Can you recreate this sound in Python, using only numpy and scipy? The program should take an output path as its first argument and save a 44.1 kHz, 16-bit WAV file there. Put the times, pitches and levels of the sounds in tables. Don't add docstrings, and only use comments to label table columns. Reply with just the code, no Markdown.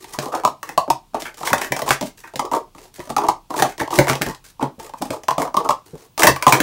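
import sys
import numpy as np
from scipy import signal
from scipy.fft import rfft, irfft, next_fast_len
from scipy.io import wavfile
from scipy.ndimage import uniform_filter1d

SR = 44100
rng = np.random.default_rng(int(sys.argv[2]) if len(sys.argv) > 2 else 0)


def store_pcm(level_fs):
    pcm = np.round(np.clip(level_fs, -1, 1) * 32767).astype(np.int16)
    wavfile.write(sys.argv[1], SR, np.atleast_2d(pcm).T)


N = 291942
SPAN = 16384

# start in seconds, shell level in dB, centre of the shell's ring in Hz, click level in dB.
CONTACTS = [(0.043, -36.5, 770, -34), (0.145, -28.5, 1040, -49.5), (0.188, -21.5, 560, -18),
            (0.258, -26, 556, -30), (0.321, -26, 1100, -43), (0.339, -18, 1120, -44),
            (0.351, -20, 950, -26), (0.436, -17.5, 990, -34), (0.45, -6.5, 1030, -15.5),
            (0.476, -16, 910, -27), (0.63, -26, 1230, -26), (0.691, -28, 790, -27),
            (0.777, -5.5, 1080, -14), (0.879, -23.5, 620, -45), (0.902, -7.5, 980, -14),
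            (1.136, -44.5, 600, -53.5), (1.145, -15, 910, -31), (1.221, -32.5, 580, -23.5),
            (1.256, -41, 1200, -35), (1.343, -52, 594, -36.5), (1.381, -47, 842, -38.5),
            (1.409, -27, 730, -36), (1.432, -22.5, 860, -29.5), (1.459, -25, 1160, -48),
            (1.474, -20, 1130, -18.5), (1.503, -21.5, 900, -25), (1.531, -10.5, 780, -9),
            (1.581, -31, 980, -21), (1.617, -25, 730, -22.5), (1.721, -18.5, 586, -14.5),
            (1.765, -21, 790, -21), (1.792, -25.5, 754, -21), (1.819, -19, 720, -21),
            (1.878, -17.5, 980, -24), (1.89, -25, 920, -15), (1.907, -11.5, 745, -7.5),
            (2.011, -24, 537, -20.5), (2.026, -23.5, 464, -28.5), (2.24, -35, 1170, -44),
            (2.337, -33, 610, -40.5), (2.358, -26, 595, -21.5), (2.394, -13.5, 960, -18.5),
            (2.452, -28, 985, -31), (2.515, -18, 926, -30.5), (2.535, -13, 1050, -26),
            (2.749, -40, 1120, -45), (2.783, -41, 770, -41), (2.855, -46.5, 900, -47),
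            (2.983, -41.5, 556, -47), (2.994, -32, 537, -37.5), (3.003, -36, 1090, -35),
            (3.074, -37.5, 655, -41.5), (3.102, -22.5, 567, -26), (3.165, -10.5, 1100, -18.5),
            (3.182, -11, 950, -21.5), (3.217, -24, 1030, -37.5), (3.237, -16.5, 980, -32),
            (3.267, -30, 1150, -33.5), (3.286, -6, 1020, -16.5), (3.294, -14.5, 990, -27.5),
            (3.505, -23, 750, -34), (3.541, -21.5, 940, -35), (3.565, -27, 546, -29.5),
            (3.598, -24, 580, -15.5), (3.623, -8, 730, -9), (3.648, -17.5, 705, -41.5),
            (3.78, -35, 554, -29.5), (3.801, -27, 675, -33), (3.813, -18, 870, -30.5),
            (3.877, -23.5, 900, -33.5), (3.906, -22, 890, -25.5), (3.928, -16.5, 990, -55.5),
            (3.988, -5, 574, -6), (4.011, -17, 660, -31.5), (4.071, -18, 770, -22),
            (4.083, -30, 1130, -20.5), (4.098, -15.5, 980, -14.5), (4.132, -22.5, 1040, -21.5),
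            (4.154, -24, 630, -22.5), (4.214, -24.5, 700, -24.5), (4.219, -23.5, 660, -13),
            (4.264, -28.5, 770, -23), (4.348, -43, 1120, -35.5), (4.595, -25, 880, -46),
            (4.627, -15, 520, -27), (4.798, -32, 1000, -32), (4.894, -35, 804, -39.5),
            (4.937, -27, 980, -42), (5.015, -26, 607, -40), (5.021, -19.5, 594, -22),
            (5.105, -20.5, 590, -22.5), (5.235, -38, 650, -33), (5.284, -9, 980, -17),
            (5.308, -11, 1070, -21.5), (5.381, -13, 740, -22), (5.4, -21.5, 593, -28),
            (5.419, -18.5, 910, -19), (5.452, -20.5, 930, -34.5), (5.476, -26, 904, -39.5),
            (5.543, -14, 980, -29.5), (5.568, -7.5, 1050, -17), (5.589, -26, 1040, -41.5),
            (5.655, -19.5, 980, -41), (5.69, -7, 1010, -17), (5.707, -11.5, 1080, -21.5),
            (5.953, -42, 464, -67), (6.178, -23, 1120, -19), (6.195, -25, 900, -26),
            (6.221, -14, 950, -11.5), (6.233, -11.5, 810, 0), (6.241, -8.5, 730, -22.5),
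            (6.27, -4, 1210, 1), (6.281, -11.5, 620, -26.5), (6.362, -21.5, 1010, -23.5),
            (6.425, -21.5, 1230, -15), (6.467, 0.5, 1130, -9.5), (6.48, -10, 1000, -12),
            (6.524, -6.5, 880, -1.5), (6.542, -16, 1190, -18.5), (6.552, -23, 517, -18.5),
            (6.571, -36, 650, -30.5), (6.603, -16, 490, -8.5)]
# start and end in seconds, shell and hiss level in dB.
SCRAPES = [(0, 0.144, -49.5, -49), (0.123, 0.169, -42.5, -36), (0.198, 0.255, -30.5, -38),
           (0.258, 0.32, -35, -49), (0.318, 0.408, -27.5, -43.5), (0.638, 0.756, -47, -52),
           (1.148, 1.194, -27.5, -50.5), (1.195, 1.262, -53, -39.5), (1.251, 1.303, -40, -43),
           (1.369, 1.463, -46, -44), (1.446, 1.526, -35.5, -29.5), (1.527, 1.65, -36, -43.5),
           (1.611, 1.69, -33, -34), (1.738, 1.867, -40, -47.5), (1.858, 1.923, -29.5, -37.5),
           (1.909, 1.952, -36, -26), (2.023, 2.101, -49.5, -40.5), (2.173, 2.225, -60.5, -46),
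           (2.234, 2.307, -49, -53), (2.401, 2.493, -30, -60.5), (2.518, 2.579, -21, -36.5),
           (2.749, 2.891, -52.5, -53), (2.938, 2.994, -62, -45), (2.999, 3.08, -52.5, -49.5),
           (3.091, 3.139, -31.5, -44.5), (3.179, 3.278, -24.5, -53.5), (3.496, 3.582, -31, -46),
           (3.557, 3.619, -27, -33), (3.589, 3.631, -22.5, -30.5), (3.616, 3.705, -36, -42),
           (3.688, 3.732, -50.5, -41.5), (3.793, 3.844, -28.5, -34.5), (3.909, 4.013, -25, -30),
           (4.013, 4.075, -35, -40.5), (4.078, 4.136, -24.5, -28), (4.145, 4.204, -38, -46.5),
           (4.216, 4.24, -44, -36), (4.252, 4.325, -32.5, -38.5), (4.438, 4.525, -66.5, -48.5),
           (4.605, 4.669, -26, -56), (4.789, 4.858, -45, -46.5), (4.844, 4.881, -38.5, -41),
           (4.959, 5.015, -68, -51.5), (5.029, 5.107, -46, -46.5), (5.109, 5.177, -30, -43.5),
           (5.315, 5.324, -41, -35.5), (5.384, 5.46, -25.5, -40), (5.576, 5.624, -25.5, -56.5),
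           (5.635, 5.695, -26.5, -44), (5.846, 6.077, -55.5, -54.5), (6.188, 6.243, -19.5, -23),
           (6.225, 6.295, -22, -27.5), (6.278, 6.316, -28.5, -27.5), (6.369, 6.465, -40, -55.5),
           (6.485, 6.53, -19.5, -25.5), (6.535, 6.541, -24, -6), (6.562, 6.605, -19, -35)]
# start in seconds, level in dB.
THUMPS = [(0.182, -33.5), (0.448, -52), (1.134, -49), (1.517, -28.5), (1.707, -33.5), (1.83, -36),
          (1.901, -30), (2.011, -49), (2.352, -44), (2.518, -55), (2.751, -44.5), (2.99, -38), (3.095, -40),
          (3.6, -31.5), (3.806, -26), (3.984, -15), (4.097, -20), (4.209, -24.5), (4.262, -27),
          (4.283, -27), (4.614, -53), (4.783, -39), (5.007, -37), (5.098, -35), (5.378, -46),
          (5.933, -33.5), (6.228, -44), (6.272, -23), (6.29, -18.5), (6.469, -21.5), (6.529, -19),
          (6.601, -25)]
# pitch in Hz, relative strength in dB, time to decay by 60 dB in seconds.
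SHELL = [(554.4, -3, 0.063), (640, -1.5, 0.033), (706, -2.5, 0.02), (770, -2, 0.024), (902, -0.5, 0.042),
         (980, -1, 0.057), (1090, -1.5, 0.037), (1160, -2, 0.021), (1280, -9.5, 0.019)]
# pitch in Hz, relative strength in dB, 60 dB decay in seconds.
TABLE_TOP = [(50.4, -8, 0.17), (84.7, -3, 0.22), (138.6, 12, 0.19), (190, -0.5, 0.044)]
# pitch in Hz, relative strength in dB, 60 dB decay in seconds.
WALLS = [(1544, 4.5, 0.0057), (1940, 7, 0.0052), (2150, 5.5, 0.012), (2606, -2.5, 0.031), (3010, -12, 0.03),
         (3170, -14.5, 0.005)]
# pitch in Hz, relative strength in dB, 60 dB decay in seconds.
RIM = [(181, -12, 0.027), (267.8, 1.5, 0.047), (331.5, 0.5, 0.042), (456, 0, 0.026)]


def amp(db):
    return 10 ** (np.asarray(db) / 20)


def unit(x):
    return x / np.sqrt(np.mean(x ** 2) + 1e-20)


def along(points, hz):
    f, v = np.transpose(points)
    return np.interp(np.log(hz + 1), np.log(f + 1), v)


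def filtered(x, response):
    m = next_fast_len(x.shape[-1] + 2048)
    spectrum = rfft(x, m) * response(np.fft.rfftfreq(m, 1 / SR))
    return irfft(spectrum, m)[..., :x.shape[-1]]


def peak_one(rows):
    power = uniform_filter1d(rows ** 2, size=SR // 250, axis=1)
    return rows / np.sqrt(np.abs(power).max(axis=1, keepdims=True) + 1e-20)


def resonances(modes, luck_db=0, detune=1):
    hz, db, t60 = np.transpose(modes)[..., None]
    width = np.log(1000) / (np.pi * t60)
    gain = (-1.) ** np.arange(len(modes))[:, None] * amp(db + luck_db)

    def response(f):
        damping = 1j * f * width
        return np.sum(gain * damping / ((hz * detune) ** 2 - f * f + damping), axis=-2)
    return response


def struck(force, modes, spread_db, stray, favour_db=0):
    luck = rng.standard_normal((len(force), 2, len(modes), 1))
    body = resonances(modes, favour_db + spread_db * luck[:, 0], 1 + stray * luck[:, 1])
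    return peak_one(filtered(force, body))


def rubbed(noise, modes, spread_db, stray):
    luck = rng.standard_normal((len(noise), 2, len(modes), 1))
    body = resonances(modes, spread_db * luck[:, 0], 1 + stray * luck[:, 1])
    power_gain = np.mean(np.abs(body(np.fft.rfftfreq(SPAN // 4, 1 / SR))) ** 2, axis=1, keepdims=True)
    return filtered(noise, body) / np.sqrt(power_gain)


def nested(start_s):
    # start and end in seconds, extra ring of the walls in dB.
    spells = [(0.62, 0.7, 10.5), (1.24, 1.33, 19), (1.465, 1.57, 12), (1.6, 1.73, 12), (1.78, 1.83, 5),
              (1.9, 1.98, 12), (2.23, 2.31, 18), (3.0, 3.02, 12.5), (3.58, 3.7, 9), (3.79, 3.83, 17.5),
              (3.98, 4.03, 10.5), (4.07, 4.14, 11.5), (4.2, 4.3, 10), (5.41, 5.46, 9), (6.21, 6.44, 10.5),
              (6.51, 6.62, 10)]
    return sum(db * (start_s >= a) * (start_s < b) for a, b, db in spells)


def room_tone():
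    # frequency in Hz, relative density in dB per Hz.
    quiet_spectrum = [(18, -31), (30, 7), (55, -15), (93, -4), (266, -14.5), (600, -25), (962, -19.5),
                      (1810, -33), (2540, -26), (16000, -34.5)]
    noise = filtered(rng.standard_normal(N), lambda f: amp(along(quiet_spectrum, f)))
    return amp(-55.5) * unit(noise)


def scrapes():
    # frequency in Hz, relative density in dB per Hz.
    hiss_spectrum = [(1500, -5), (2600, -1.5), (4000, -1), (6000, 1), (8500, -0.5), (12000, -5),
                     (16500, -7.5)]
    start, end, shell_db, hiss_db = np.transpose(SCRAPES)[..., None]
    walls_db = hiss_db - 10 + nested(start)
    t = np.arange(SPAN * 3 // 4) / SR
    swell = np.clip(t / (0.054 * (end - start)), 0, 1)
    stop = np.clip((end - start - t) / 0.03, 0, 1)
    stroke = swell * stop

    knots = rng.standard_normal((len(SCRAPES), len(t) // 200 + 2))
    wander = np.array([np.interp(t * SR / 200, np.arange(len(k)), k) for k in knots])
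    slips = stroke * amp(6.4 * wander)
    rub = slips[:, None] * rng.standard_normal((len(SCRAPES), 3, len(t)))
    stroke_power = np.mean(stroke ** 2, axis=1)[:, None, None]
    rub /= np.sqrt(np.mean(rub ** 2, axis=2, keepdims=True) / stroke_power)

    hiss = filtered(rub[:, 2], lambda f: amp(along(hiss_spectrum, f)))
    hiss /= np.sqrt(np.mean(amp(2 * along(hiss_spectrum, np.fft.rfftfreq(SPAN, 1 / SR)))))
    shell = rubbed(rub[:, 0], RIM[2:] + SHELL, spread_db=3, stray=.03)
    walls = rubbed(rub[:, 1], WALLS, spread_db=3, stray=.04)
    return amp(shell_db) * shell + amp(walls_db) * walls + amp(hiss_db) * hiss


def contacts():
    # frequency in Hz, relative density in dB per Hz.
    click_spectrum = [(1500, -0.5), (2600, 3.5), (4000, 2.5), (6000, 3), (9000, -2), (12000, -6.5),
                      (14500, -10.5), (16500, 2)]
    start, shell_db, centre_hz, click_db = np.transpose(CONTACTS)[..., None]
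    rim_db = shell_db - 1.5 - 16.5 * np.log2(centre_hz / SHELL[0][0])
    table_db = rim_db - 12.5
    walls_db = click_db - 11 + nested(start)

    t = np.arange(SPAN // 4) / SR
    chance = rng.standard_normal((len(CONTACTS), 2, len(t)))
    force = 9 * (t == 0) + np.exp(-t / 0.0028) * chance[:, 0]
    soft = filtered(force, lambda f: 1 / (1 + 1j * f / 1700) ** 2)

    crack = (.7 * np.exp(-t / .0006) + np.exp(-t / .005)) * chance[:, 1]
    tilt_db = -0.5 + 4 * (nested(start) != 0)
    click = peak_one(filtered(
        crack, lambda f: amp(along(click_spectrum, f) + tilt_db * np.log2(1 + f / 2000))))

    favour_db = -14 * np.abs(np.log2(np.array(SHELL)[:, 0] / centre_hz))[..., None]
    shell = struck(soft, SHELL, spread_db=2.5, stray=0.036, favour_db=favour_db)
    fade = np.cos(t / t[-1] * np.pi / 2)
    table_shake = struck(soft, TABLE_TOP[1:], spread_db=3.5, stray=0.03) * fade
    rim = struck(soft, RIM, spread_db=6.0, stray=0.042)
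    walls = struck(force, WALLS, spread_db=4.5, stray=.04)
    return (amp(shell_db) * shell + amp(table_db) * table_shake + amp(rim_db) * rim
            + amp(walls_db) * walls + amp(click_db) * click)


def thumps():
    t = np.arange(SPAN // 2) / SR
    noise = rng.standard_normal((len(THUMPS), len(t)))
    uneven = filtered(noise, lambda f: 8 / (1 + 1j * f / 300))
    push = t * np.exp(-t / 0.00089) + 0.027 * t * np.exp(-t / 0.0088) * uneven
    shake = struck(push, TABLE_TOP, spread_db=6.0, stray=0.02)
    knock = amp(1.5) * struck(push, RIM, spread_db=2.0, stray=0.04)
    return amp(np.array(THUMPS)[:, 1:]) * (shake + knock)


def room(rows, wet_db):
    # frequency in Hz, time to decay by 60 dB in seconds.
    decay_times = [(100, 0.22), (700, 0.19), (2000, 0.19), (5000, 0.19), (13000, 0.13)]
    noise = rng.standard_normal((len(rows), SPAN // 2))
    hz, t, z = signal.stft(noise, SR, nperseg=256)
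    decay = amp(-60 * t / along(decay_times, hz)[:, None])
    tails = signal.istft(z * decay, SR, nperseg=256)[1][:, :SPAN // 2]
    tails /= np.linalg.norm(tails, axis=1, keepdims=True)
    tails = np.pad(tails, ((0, 0), (SR // 200, 0)))
    size = rows.shape[1] + SPAN * 3 // 4
    return irfft(rfft(rows, size) * (1 + amp(wet_db) * rfft(tails, size)), size)


def scene():
    out = np.zeros(N + 2 * SPAN)
    sounds = [*room(scrapes(), wet_db=-4.5), *room(contacts(), wet_db=-6.5), *thumps()]
    for row, sound in zip(SCRAPES + CONTACTS + THUMPS, sounds):
        out[round(row[0] * SR):][:len(sound)] += sound
    return (out[:N] + room_tone())[None]


def record(dry):
    clipped = dry / (1 + np.abs(dry) ** 12) ** (1 / 12)
    return filtered(clipped, lambda f: f < 15750)


dry = scene()
out = record(dry)
store_pcm(out)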